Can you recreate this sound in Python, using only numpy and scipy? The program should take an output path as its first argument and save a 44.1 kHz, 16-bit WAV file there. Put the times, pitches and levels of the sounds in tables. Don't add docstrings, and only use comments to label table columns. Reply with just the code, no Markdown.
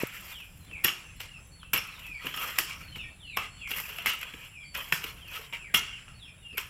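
import sys
import numpy as np
from scipy import signal
from scipy.fft import rfft, irfft, next_fast_len
from scipy.io import wavfile
from scipy.ndimage import uniform_filter1d, map_coordinates

SR = 44100
rng = np.random.default_rng(int(sys.argv[2]) if len(sys.argv) > 2 else 0)


def to_wav(sig):
    pcm = np.clip(np.atleast_2d(sig), -1, 1) * 32767
    pcm = np.round(pcm).astype(np.int16)
    wavfile.write(sys.argv[1], SR, pcm.T)


def gain_from_decibels(decibels):
    exponent = np.asarray(decibels, float) / 20
    return 10 ** exponent


N = 295029


def unit(x):
    return x / np.sqrt(np.mean(x ** 2) + 1e-20)


def along(points, hz):
    f, v = np.transpose(points)
    return np.interp(np.log(hz + 1), np.log(f + 1), v)


def from_time(x, s):
    return x[..., round(s * SR):]


def wobble(rate):
    knots = rng.standard_normal(int(N * rate / SR) + 4)
    return map_coordinates(knots, [np.arange(N) * rate / SR])


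def filtered(x, response):
    m = next_fast_len(N + SR // 2)
    return irfft(rfft(x, m) * response(np.fft.rfftfreq(m, 1 / SR)), m)[..., :N]


def coloured(x, spectrum):
    return unit(filtered(x, lambda hz: gain_from_decibels(along(spectrum, hz))))


def hiss(spectrum):
    return coloured(rng.standard_normal(N), spectrum)


def peak(hz, centre_hz, width_hz):
    return 1j * hz * width_hz / (centre_hz ** 2 - hz * hz + 1j * hz * width_hz)


def patchy(patchy_db, wide=5, long=10):
    z = signal.stft(rng.standard_normal(N), nperseg=256)[2]
    field = uniform_filter1d(rng.standard_normal(z.shape), wide, 0)
    field = uniform_filter1d(field, long, 1)
    return signal.istft(z * gain_from_decibels(patchy_db * unit(field)), nperseg=256)[1][:N]


# (frequency [Hz], level [dB], t60 [s])
BLADE_MODES = [(1294, -17, 0.2), (1720, -51, 0.13), (2030, -31, 0.12), (2480, -20, 0.017),
               (2790, -16, 0.38), (3350, -23, 0.18), (5380, -20, 0.1), (5560, -26.5, 0.16),
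               (6700, -34, 0.2), (11700, -22, 0.036)]
# (frequency [Hz], level [dB per Hz])
STEEL_SPECTRUM = [(410, -104), (700, -19.5), (1110, -5), (1260, -6), (1380, -4.5), (1790, -5.5), (2090, -3),
                  (2760, 1.5), (3330, -3), (3780, -47), (4200, -13.5), (5460, -111), (9240, -120)]
# (frequency [Hz], level [dB per Hz])
SOIL_SPECTRUM = [(59, -17), (100, -15), (167, -2), (360, -14), (509, -3), (786, -10.5), (1000, -1),
                 (1300, -58), (2200, -120)]
# (frequency [Hz], level [dB per Hz])
GRIT_SPECTRUM = [(2120, -27), (3600, -4.5), (3820, -9), (5330, 4.5), (5710, 3), (6470, -3), (7610, 1.5),
                 (8650, -9), (10000, -5), (13000, -31), (22000, -120)]
# (frequency [Hz], level [dB per Hz])
SAND_SPECTRUM = [(5290, -17), (9000, -11.5), (9600, -10), (10300, -2), (13300, 7), (14700, 1), (15600, -14),
                 (16000, -9)]


def strokes():
    blade_level, soil_level, grit_level, sand_level = effort()
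    judder = 1.3 * wobble(28) + 0.8 * wobble(130)
    chance, size = rng.random((2, N))
    stone_size = gain_from_decibels(-3.5 * np.log(size + 0.032))
    stones = unit((chance < 1200 / SR) * stone_size)

    def grains(bed, share, own_db):
        cracks = share * stones * rng.choice([-1, 1], N)
        return gain_from_decibels(judder + own_db * wobble(170)) * (bed + cracks)

    steel = unit(grains(patchy(4.5, wide=1, long=31), share=0.58, own_db=1.04))
    hum = filtered(steel, lambda f: sum(gain_from_decibels(db) * peak(f, hz, 12 / t60)
                                        for hz, db, t60 in BLADE_MODES[:6]))
    slips = gain_from_decibels(4 * wobble(22))
    blade = unit(coloured(steel, STEEL_SPECTRUM) + 0.4 * slips * unit(hum))
    soil = coloured(grains(patchy(0.5, wide=1, long=20), share=0.63, own_db=2.5), SOIL_SPECTRUM)
    grit = coloured(grains(patchy(2.5, wide=3, long=15), share=0.35, own_db=1.5), GRIT_SPECTRUM)
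    sand = coloured(grains(patchy(2.2, wide=8, long=4), share=0.6, own_db=2.2), SAND_SPECTRUM)
    earth = soil_level * soil + gain_from_decibels(4) * grit_level * grit + sand_level * sand
    return gain_from_decibels(6) * blade_level * blade + earth


# (time [s], blade level [dB], fall [dB/s],
# soil re blade [dB], sand re blade [dB])
SETTLES = [(0.0, -38.5, 135, -5, -1.5), (0.839, -36.5, 115, -15, 5), (1.203, -49, 144, -2.5, 5.5),
           (1.733, -35, 122, -1.5, 1.5), (2.586, -39, 87, -15, 6.5), (2.957, -51.5, 165, -3, 1),
           (3.378, -39, 116, -6.5, -6), (4.059, -34.5, 138, -27, 5), (4.754, -43, 119, -2.5, -13),
           (4.922, -39, 103, -17, 7), (5.53, -47.5, 145, -1.5, -4), (5.744, -32.5, 132, -15, 4.5),
           (6.577, -41.5, 136, -12, 2)]
# (time of full pressure [s], rise [s], hold [s], blade level [dB],
# sand re blade [dB])
DRAGS = [(0.158, 0.15, 0.16, -53, 1), (0.415, .1, 0.2, -76, 12), (1.98, 0.57, 0.087, -57.5, -4),
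         (2.747, 0.093, 0.066, -60, 0.5), (2.258, 0.12, 0.017, -42.5, -10),
         (2.423, 0.28, 0.068, -41.5, -2.5), (3.694, 0.027, 0.22, -50.5, 3), (3.89, 0.087, 0.029, -45, -12),
         (3.702, .02, 0.015, -48.5, 1), (4.008, 0.15, 0.046, -46.5, -14), (4.224, .08, 0.056, -50.5, -15),
         (4.36, 0.33, 0.082, -56.5, -5), (4.757, 0.034, 0.13, -52, 0.5), (5.03, 0.081, 0.022, -47, -3),
         (5.337, 0.14, 0.037, -46, -4)]
SOIL_FALLS, GRIT_FALLS, SAND_FALLS = 1.96, 1.26, 2.9
TRICKLE_DB, TRICKLE_DB_PER_S = -18, 41
RISE_DB, RELEASE_DB_PER_S, DRAG_SOIL_DB = 34, 124, -10
GRIT_DB, GRIT_FOLLOWS = -9, 0.9


def effort():
    t, power = np.arange(N) / SR, np.full((4, N), 1e-12)
    falls = np.array([1, SOIL_FALLS, GRIT_FALLS, SAND_FALLS])[:, None]

    def mix(soil_db, sand_db):
        return np.array([0, soil_db, GRIT_DB + GRIT_FOLLOWS * sand_db, sand_db])[:, None]

    for s, db, fall, soil_db, sand_db in SETTLES:
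        u = from_time(t, s)[:SR] - s
        slide = gain_from_decibels(-fall * falls * u) ** 2
        trickle = gain_from_decibels(TRICKLE_DB * falls - TRICKLE_DB_PER_S * u) ** 2
        start = np.clip(u / 0.0074, 0, 1)
        from_time(power, s)[:, :SR] += gain_from_decibels(db + mix(soil_db, sand_db)) ** 2 * (slide + trickle) * start
    for s, rise, hold, db, sand_db in DRAGS:
        before_db = RISE_DB * np.maximum(s - t, 0) / rise
        after_db = RELEASE_DB_PER_S * np.maximum(t - s - hold, 0)
        power += gain_from_decibels(db - before_db - after_db) ** 2 * gain_from_decibels(mix(DRAG_SOIL_DB, sand_db)) ** 2
    return np.sqrt(power)


def blows():
    t = np.arange(SR // 4) / SR
    body, top, ring = np.zeros((3, N + SR))
    mode_hz, mode_db, mode_t60 = np.transpose(BLADE_MODES)[..., None]
    for s, db, sparkle_db, ring_db, knock_hz in contacts():
        crack, crumble = gain_from_decibels(db - 60 * t / 0.02), gain_from_decibels(db - 12 - 60 * t / 0.033)
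        burst = (crack + crumble) * (1 - np.exp(-t / 0.0021))
        from_time(body, s)[:len(t)] += burst
        from_time(top, s)[:len(t)] += gain_from_decibels(sparkle_db) * burst * gain_from_decibels(-60 * t / 0.055)
        sway, turn = np.clip(rng.standard_normal((2, len(BLADE_MODES), 1)), -1.3, 1.3)
        rattle = np.cumsum(0.1 * rng.standard_normal((len(BLADE_MODES), len(t))), axis=1)
        phase = 2 * np.pi * mode_hz * (1 + 0.0147 * turn) * t + rattle
        modes = gain_from_decibels(mode_db + 8.9 * sway - 60 * t / mode_t60) * np.sin(phase)
        from_time(ring, s)[:len(t)] += gain_from_decibels(db + ring_db) * modes.sum(0) * (1 - np.exp(-t / 0.0071))
        spot = np.sin(2 * np.pi * knock_hz * t + 2 * rattle[0])
        from_time(ring, s)[:len(t)] += gain_from_decibels(db - 15 - 60 * t / 0.067) * spot

    def crush(spectrum):
        return coloured(gain_from_decibels(3 * wobble(500)) * rng.standard_normal(N), spectrum)

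    sparkle = filtered(crush(SAND_SPECTRUM), lambda f: 1 / (1 + (f / 14500) ** 10))
    sparkle = sparkle + gain_from_decibels(-7) * crush(GRIT_SPECTRUM)
    return gain_from_decibels(-8.5) * (body[:N] * crush(STEEL_SPECTRUM) + top[:N] * sparkle) + ring[:N]


# (time [s], peak level [dB], sparkle re peak [dB], ring re peak [dB],
# knock [Hz])
SWINGS = [(0.8449, -7.5, 7.5, -6, 2916), (0.8519, -8, -18, -19, 1720), (1.7348, -8, 4.5, -16, 2790),
          (1.7593, -14, -23, -19, 2220), (2.3398, -18.5, -9, -8, 3220), (2.586, -8, 6, -15.5, 1845),
          (3.3701, -18, 7, -2, 1736), (4.059, -11, 2, -30, 2103), (4.0672, -11, -13, -6, 2012),
          (4.2294, -17, -5.5, -32, 2480), (4.7535, -16, -11, -21, 2480), (4.9235, -5.5, -2.5, -13, 1748),
          (5.7443, -5.5, -5, -4.5, 2890), (6.0798, -34, -28, -12.5, 1230), (6.5782, -12.5, 2, -23, 2806)]
# (time [s], peak level [dB], sparkle re peak [dB], ring re peak [dB])
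CATCHES = [(0.4025, -50, -21, -18), (0.712, -33, -29, -32), (0.8827, -11, -18, -7),
           (1.2032, -18, -2.5, -31), (1.63, -32, -31, -22), (1.7757, -16.5, -3, -1),
           (2.2424, -27, -14, -16), (2.2674, -17, -5, -28), (2.374, -15.5, -6, -11),
           (2.956, -24.5, -23, -27), (3.7069, -18.5, 3.5, -29), (3.714, -13, -12, -22),
           (3.7358, -27.5, -22, -33), (3.783, -19, -2, -21), (3.9836, -20.5, -1, -7),
           (4.2127, -25, 6.5, -6.5), (4.3377, -25.5, -9, -6), (5.0398, -17, 4, -29), (5.2864, -52, -8, -12),
           (5.526, -23.5, -31, -16), (6.528, -37, -27, -14)]
CATCH_HZ = 2783
# (time [s], peak level [dB], knock [Hz])
HANDLE_BLOWS = [
    (3.371, -10, 1100),
    (3.391, -24, 1270),
    (5.741, -12, 1402),
]
HANDLE_DULL_DB = -36


def contacts():
    catches = [(*row, CATCH_HZ) for row in CATCHES]
    handle = [(s, db, HANDLE_DULL_DB, HANDLE_DULL_DB, hz) for s, db, hz in HANDLE_BLOWS]
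    return sorted([*SWINGS, *catches]) + handle


# (time [s], level [dB])
THUDS = [(0.7146, -40), (0.8445, -27.5), (0.851, -39), (1.735, -30), (1.7593, -53), (2.246, -36),
         (2.264, -33), (2.587, -29.5), (2.961, -37.5), (3.3701, -44), (3.713, -46), (4.069, -37),
         (4.336, -36), (4.9224, -28.5), (5.0396, -38), (5.7443, -29.5), (6.528, -43.5)]
# (frequency [Hz], level [dB per Hz])
GROUND_SPECTRUM = [(70, -53), (130, 10.5), (300, 6), (480, 2), (700, -69), (1200, -56)]


def thuds():
    t, low = np.arange(SR // 4) / SR, np.zeros(N + SR)
    for s, db in THUDS:
        from_time(low, s)[:len(t)] += gain_from_decibels(db + 2 - 60 * t / 0.055) * (1 - np.exp(-t / 0.0068))
    return low[:N] * hiss(GROUND_SPECTRUM)


# (time [s], peak level [dB], frequency [Hz], t60 [s])
CHIPS = [(0.8465, -10.5, 2880, .012), (0.8463, -10, 11700, 0.013), (0.851, -18.5, 11900, 0.018),
         (0.8665, -23, 2900, .03), (0.868, -37, 12200, 0.026), (0.876, -28, 12000, 0.017),
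         (0.883, -18, 2830, 0.022), (0.8902, -16, 2950, .02), (0.898, -23, 2780, .03),
         (5.284, -46, 4400, .02), (1.738, -13, 11700, 0.017), (1.742, -16, 12200, .015),
         (1.7415, -24, 3080, 0.012), (1.7735, -28, 10850, 0.033), (1.775, -28, 12700, 0.024),
         (1.781, -29, 13600, .02), (2.5858, -4, 2200, 0.0071), (2.5874, -6, 2600, 0.0073),
         (2.586, -15.5, 12100, 0.0085), (2.96, -37, 2250, .03), (2.884, -42, 3030, .015),
         (3.3715, -14, 1730, 0.0078), (3.7365, -19, 2800, 0.023), (3.838, -30, 2650, 0.037),
         (3.855, -31, 2490, 0.036), (4.0594, -7.5, 2000, 0.0091), (4.0695, -10, 2140, 0.0087),
         (4.068, -39, 12400, 0.023), (4.076, -35, 11400, 0.018), (4.9245, -4, 2550, 0.0055),
         (5.744, -18, 10780, 0.018), (5.744, -24, 13700, 0.026), (5.746, -8.5, 2750, 0.011),
         (5.7485, -8, 2800, .01), (6.5755, -19, 2380, 0.011), (6.5755, -28, 12500, .012),
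         (6.587, -21, 2870, 0.017)]
# (time [s], peak level [dB], frequency [Hz], t60 [s])
KNOCKS = [(0.35, -53, 215, .05), (2.092, -44, 299, 0.055), (2.246, -37, 503, .05), (3.715, -44, 417, .1),
          (3.8, -54, 440, 0.12), (3.9, -51, 430, 0.17), (3.986, -38, 690, 0.046), (5.039, -38, 456, 0.067),
          (5.391, -38.5, 452, 0.067), (5.525, -44, 306, .05), (5.527, -43.5, 920, 0.097),
          (0.86, -37, 1150, .12), (4.923, -24, 1470, 0.054), (2.44, -36, 1240, 0.17),
          (2.49, -38, 2070, 0.13), (6.083, -51, 250, .06), (6.548, -31.5, 453, 0.017),
          (3.385, -34, 2614, 0.28), (3.39, -38.5, 1237, .25), (5.746, -26, 2148, 0.24),
          (6.579, -39, 390, .06)]


def chips():
    out, t = np.zeros(N + SR), np.arange(SR // 5) / SR
    for s, db, hz, t60 in [*CHIPS, *KNOCKS]:
        onset = 1 - np.exp(-t * hz / 1.64)
        from_time(out, s)[:len(t)] += gain_from_decibels(db - 60 * t / t60) * np.sin(2 * np.pi * hz * t) * onset
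    return out[:N]


# (time [s], peak level [dB], body re peak [dB])
TICKS = [(0.025, -24, -4), (0.07, -25, -5), (0.877, -24, 5), (0.995, -45, -10), (1.165, -42, -15),
         (1.4726, -46, -16), (1.871, -36, -20), (1.9934, -35, 4), (2.0656, -32.5, 1), (2.6938, -33, -8),
         (3.6738, -41.5, 17.5), (3.6964, -37, -14), (3.7703, -23, -17), (3.8004, -19.5, 2),
         (3.9664, -31, -15), (3.82, -33, -5), (3.838, -33, -6), (4.0223, -34, -3), (4.1345, -26, 2.5),
         (4.189, -33, -4), (4.152, -32, -13), (4.7745, -22, -4), (5.278, -37, 0), (5.3577, -30, -8),
         (0.403, -39, 4.5), (0.648, -45, 5), (0.733, -48, 0), (2.396, -27, -8), (2.419, -30, -8),
         (2.44, -26, -1), (2.471, -33, -11), (2.507, -40, -6), (2.298, -36, -10), (2.257, -24, -14),
         (2.3631, -22, -3), (4.8286, -39, -10), (5.3135, -35, -2), (6.257, -60, 2), (6.5485, -48, -20),
         (6.661, -44, -15), (6.668, -42, -10)]
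# (time of blow [s], length [s], level [dB], sparkle re level [dB])
BITES = [
    (0.846, 0.0083, -26, 2),
    (1.2014, 0.0047, -44, -5),
    (1.7348, 0.0026, -17.5, 0),
    (2.587, 0.0055, -21, -5),
    (3.367, 0.0026, -35, -3),
    (4.753, 0.01, -28, -11),
    (4.9235, 0.0024, -26, -17),
    (5.7433, 0.0042, -21, -6),
    (6.574, 0.0029, -38, 4),
]
BITE_RISE_DB = 19.5


def ticks():
    t = np.arange(SR // 20) / SR
    top, body = np.zeros((2, N + SR))
    for s, db, body_db in TICKS:
        from_time(top, s)[:len(t)] += gain_from_decibels(db - 14 - 60 * t / 0.046)
        from_time(body, s)[:len(t)] += gain_from_decibels(db + body_db - 14 - 60 * t / 0.049)
    for s, length, db, sparkle_db in BITES:
        rise = gain_from_decibels(db - BITE_RISE_DB * np.linspace(1, 0, round(length * SR)))
        before = slice(round(s * SR) - len(rise), round(s * SR))
        body[before] += rise
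        top[before] += gain_from_decibels(sparkle_db) * rise
    return top[:N] * hiss(SAND_SPECTRUM) + body[:N] * (hiss(STEEL_SPECTRUM) + 0.33 * hiss(GRIT_SPECTRUM))


def bump():
    t = np.arange(N) / SR - 0.0357
    push = 0.17 * np.exp(-(t / 0.0012) ** 2) * np.sin(2 * np.pi * 340 * t)
    rebound = 0.017 * (t > 0) * gain_from_decibels(-60 * np.abs(t) / 0.083) * np.sin(2 * np.pi * 120 * t - 1.5)
    return push - rebound


# (frequency [Hz], level [dB])
CALL_COLOUR = [(1500, -3), (2200, 5), (2900, 5), (3500, 1.5), (3900, -6), (7000, -12)]
# (delay [s], level [dB])
ECHOES = [
    (.011, -6),
    (.027, -7),
    (.044, -11),
]
CALL_WET_DB, WHISTLE_WET_DB = -5, -18
CALL_RASP, WHISTLE_RASP = 1.15, 0.5


def peeps():
    out, rasp = np.zeros((2, N + SR)), wobble(150)
    for k, (s, length, first_hz, middle_hz, last_hz, db) in enumerate(calls()):
        is_level = k < len(WHISTLES)
        u = np.linspace(0, 1, round(length * SR))
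        hz = np.polyval(np.polyfit([0, 0.5, 1], [first_hz, middle_hz, last_hz], 2), u)
        scatter = (WHISTLE_RASP if is_level else CALL_RASP) * from_time(rasp, s)[:len(u)]
        phase = 2 * np.pi * np.cumsum(hz) / SR + scatter
        swell = (1 - np.exp(-u / 0.12)) * (1 - np.exp(-(1 - u) / 0.06))
        from_time(out[int(is_level)], s)[:len(u)] += gain_from_decibels(db + 4.5) * swell * np.sin(phase)
    flutter = wobble(110)
    breath = gain_from_decibels([3.6 * flutter, 2.2 * flutter])
    glides, level = filtered(out[:, :N] * breath, lambda f: gain_from_decibels(along(CALL_COLOUR, f)))
    glides = glides + sum(gain_from_decibels(db) * np.roll(glides, round(s * SR)) for s, db in ECHOES)
    return glides + level, gain_from_decibels(CALL_WET_DB) * glides + gain_from_decibels(WHISTLE_WET_DB) * level


# (time [s], length [s], pitch [Hz], level [dB])
WHISTLES = [(0.273, 0.041, 4470, -54), (1.04, 0.12, 6270, -58), (1.164, 0.11, 4220, -59),
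            (1.51, 0.1, 4410, -52), (1.798, .21, 5550, -58), (2.641, 0.19, 5600, -54),
            (2.996, .08, 5380, -60), (3.04, 0.065, 1860, -56.5), (3.495, 0.14, 4360, -56.5),
            (4.637, 0.11, 4560, -50.5), (5.955, 0.095, 5150, -63.5), (6.09, 0.061, 5200, -67),
            (6.135, 0.068, 4420, -58), (6.237, .085, 5350, -60), (6.378, .05, 3730, -68),
            (2.192, 0.024, 1960, -50), (3.073, 0.085, 2670, -64), (4.29, .045, 4200, -64),
            (4.355, .03, 3920, -62), (1.175, .04, 5100, -66), (5.85, 0.093, 2180, -61),
            (5.846, 0.137, 2800, -52), (6.424, 0.093, 5450, -74), (6.53, .045, 4600, -66)]
ARCH_START, ARCH_END = 0.99, 0.98
# (time [s], length [s], first [Hz], last [Hz], level [dB])
DROOPS = [(0.47, .06, 5150, 4700, -69), (0.585, .07, 4230, 3950, -66), (1.03, .08, 2800, 2450, -61),
          (1.225, .05, 4200, 3950, -64), (1.275, .1, 2900, 2540, -58.5), (1.33, .055, 5500, 5050, -67),
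          (1.39, .11, 6300, 5850, -62), (1.59, .04, 4250, 3900, -66), (1.86, .135, 4380, 3200, -59.5),
          (2.03, .05, 3430, 3250, -69), (2.039, .145, 2620, 2130, -53.5), (2.09, .08, 5300, 4700, -65),
          (2.13, .115, 4530, 4300, -58.5), (2.815, .11, 4450, 4050, -56.5), (2.91, .145, 3100, 2150, -51.5),
          (2.92, .14, 3950, 3150, -61), (3.05, .13, 4450, 4050, -68), (3.236, .14, 4260, 3420, -57.5),
          (3.245, .1, 4750, 4300, -67), (3.265, .1, 2772, 2050, -54.5), (3.535, .075, 3100, 2800, -64),
          (3.575, .09, 3500, 2800, -60), (4.55, .1, 5350, 4800, -67), (4.595, .05, 3400, 3100, -65),
          (5.56, .155, 2850, 1500, -56), (5.59, .1, 5200, 4450, -70), (5.87, .12, 3350, 2450, -58),
          (6.424, .1, 2850, 2650, -55.5), (6.5, .055, 5350, 4400, -63), (6.52, .055, 2700, 2150, -53)]
# (time [s], length [s], first [Hz], last [Hz], level [dB])
PLUNGES = [(0.298, .14, 4050, 2400, -54.5), (0.66, .05, 3800, 2900, -68), (0.705, .1, 2850, 2100, -53),
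           (1.585, .09, 3850, 2500, -61), (1.99, .055, 3050, 2650, -60), (3.18, .092, 4040, 2730, -58.5),
           (3.605, .09, 2850, 2085, -50), (4.36, .09, 3300, 2600, -63), (4.4, .09, 5600, 5200, -67),
           (4.5, .105, 3050, 2250, -58), (4.61, .055, 2450, 2200, -61), (5.185, .13, 3630, 2400, -57),
           (6.19, .07, 4050, 3100, -58), (6.25, .055, 2900, 2330, -61), (6.42, .06, 3700, 3000, -66)]
DROOP_HALFWAY, PLUNGE_HALFWAY = 0.3, 0.6


def calls():
    level = [(s, n, ARCH_START * hz, hz, ARCH_END * hz, db) for s, n, hz, db in WHISTLES]

    def fall(rows, share):
        return [(s, n, a, a + share * (b - a), b, db) for s, n, a, b, db in rows]

    return level + fall(DROOPS, DROOP_HALFWAY) + fall(PLUNGES, PLUNGE_HALFWAY)


# (frequency [Hz], t60 [s])
WALL_DECAY = [(500, 0.59), (2500, 0.3), (6000, 0.51), (14000, 0.23)]


def walls(x):
    hz, t, z = signal.stft(rng.standard_normal(SR // 2), SR, nperseg=256)
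    decay = gain_from_decibels(-60 * t / along(WALL_DECAY, hz)[:, None])
    tail = signal.istft(z * decay, SR, nperseg=256)[1]
    late = np.pad(x, (300, 0))
    return signal.fftconvolve(late, tail / np.linalg.norm(tail))[:N]


# (time [s], level [dB])
CHORUS = [(0, -58), (.6, -71.5), (1.45, -62), (1.7, -73.5), (2.5, -61.5), (3.0, -71.5), (3.6, -61),
          (4.7, -62.5), (5.2, -72), (5.6, -62.5), (6.5, -71)]
HIGH_CHORUS_DB = -66.5


def insects():
    low_db = np.interp(np.arange(N) / SR, *np.transpose(CHORUS))
    wing_hz = 176 + 3 * wobble(20)
    throb = 1 + 0.38 * np.sin(2 * np.pi * np.cumsum(wing_hz) / SR)
    low = filtered(rng.standard_normal(N), lambda f: peak(f, 7520, 420) ** 2)
    high = filtered(patchy(1.5), lambda f: peak(f, 9950, 1500) ** 2)
    return gain_from_decibels(low_db + 1.8 * wobble(5)) * unit(throb * low) + gain_from_decibels(HIGH_CHORUS_DB) * unit(high)


# (frequency [Hz], level [dB per Hz])
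RUMBLE_SPECTRUM = [(15, -40), (25, -1), (32, -0.5), (70, 0), (178, -6.5), (214, -15.5), (303, -19),
                   (400, -61), (520, -27), (880, -120)]
# (frequency [Hz], level [dB per Hz])
AIR_SPECTRUM = [(200, -23), (300, -1), (1000, -3.5), (2000, -3), (2700, 0.5), (3400, -7), (4000, -13.5),
                (6300, -16.5), (9000, -21), (13000, -21), (16000, -20)]
ROAD_DB, PASS_S, PASS_WIDE_S, PASS_DB = -55.5, 3.01, 0.35, 4


def distance():
    road_db = ROAD_DB + PASS_DB * np.exp(-((np.arange(N) / SR - PASS_S) / PASS_WIDE_S) ** 2)
    rumble = gain_from_decibels(road_db + 1 + 2.8 * wobble(6.2)) * hiss(RUMBLE_SPECTRUM)
    air = gain_from_decibels(-61 + 2.6 * wobble(3.65)) * coloured(patchy(2.5), AIR_SPECTRUM)
    return rumble + air


def scene():
    hits = blows() + thuds() + ticks() + chips()
    birds, birds_to_walls = peeps()
    near = strokes() + hits + gain_from_decibels(-12) * walls(hits) + bump()
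    return (near + birds + walls(birds_to_walls) + insects() + distance())[None]


def low_pass(x):
    return signal.sosfilt(signal.butter(12, 16480, fs=SR, output="sos"), x)


def record(dry):
    ceiling, top_hz = 0.6, 15900
    held = dry / (1 + np.abs(dry / ceiling) ** 4) ** (1 / 4)
    mix = filtered(held, lambda hz: hz < top_hz)
    return low_pass(mix)


dry = scene()
out = record(dry)
to_wav(out)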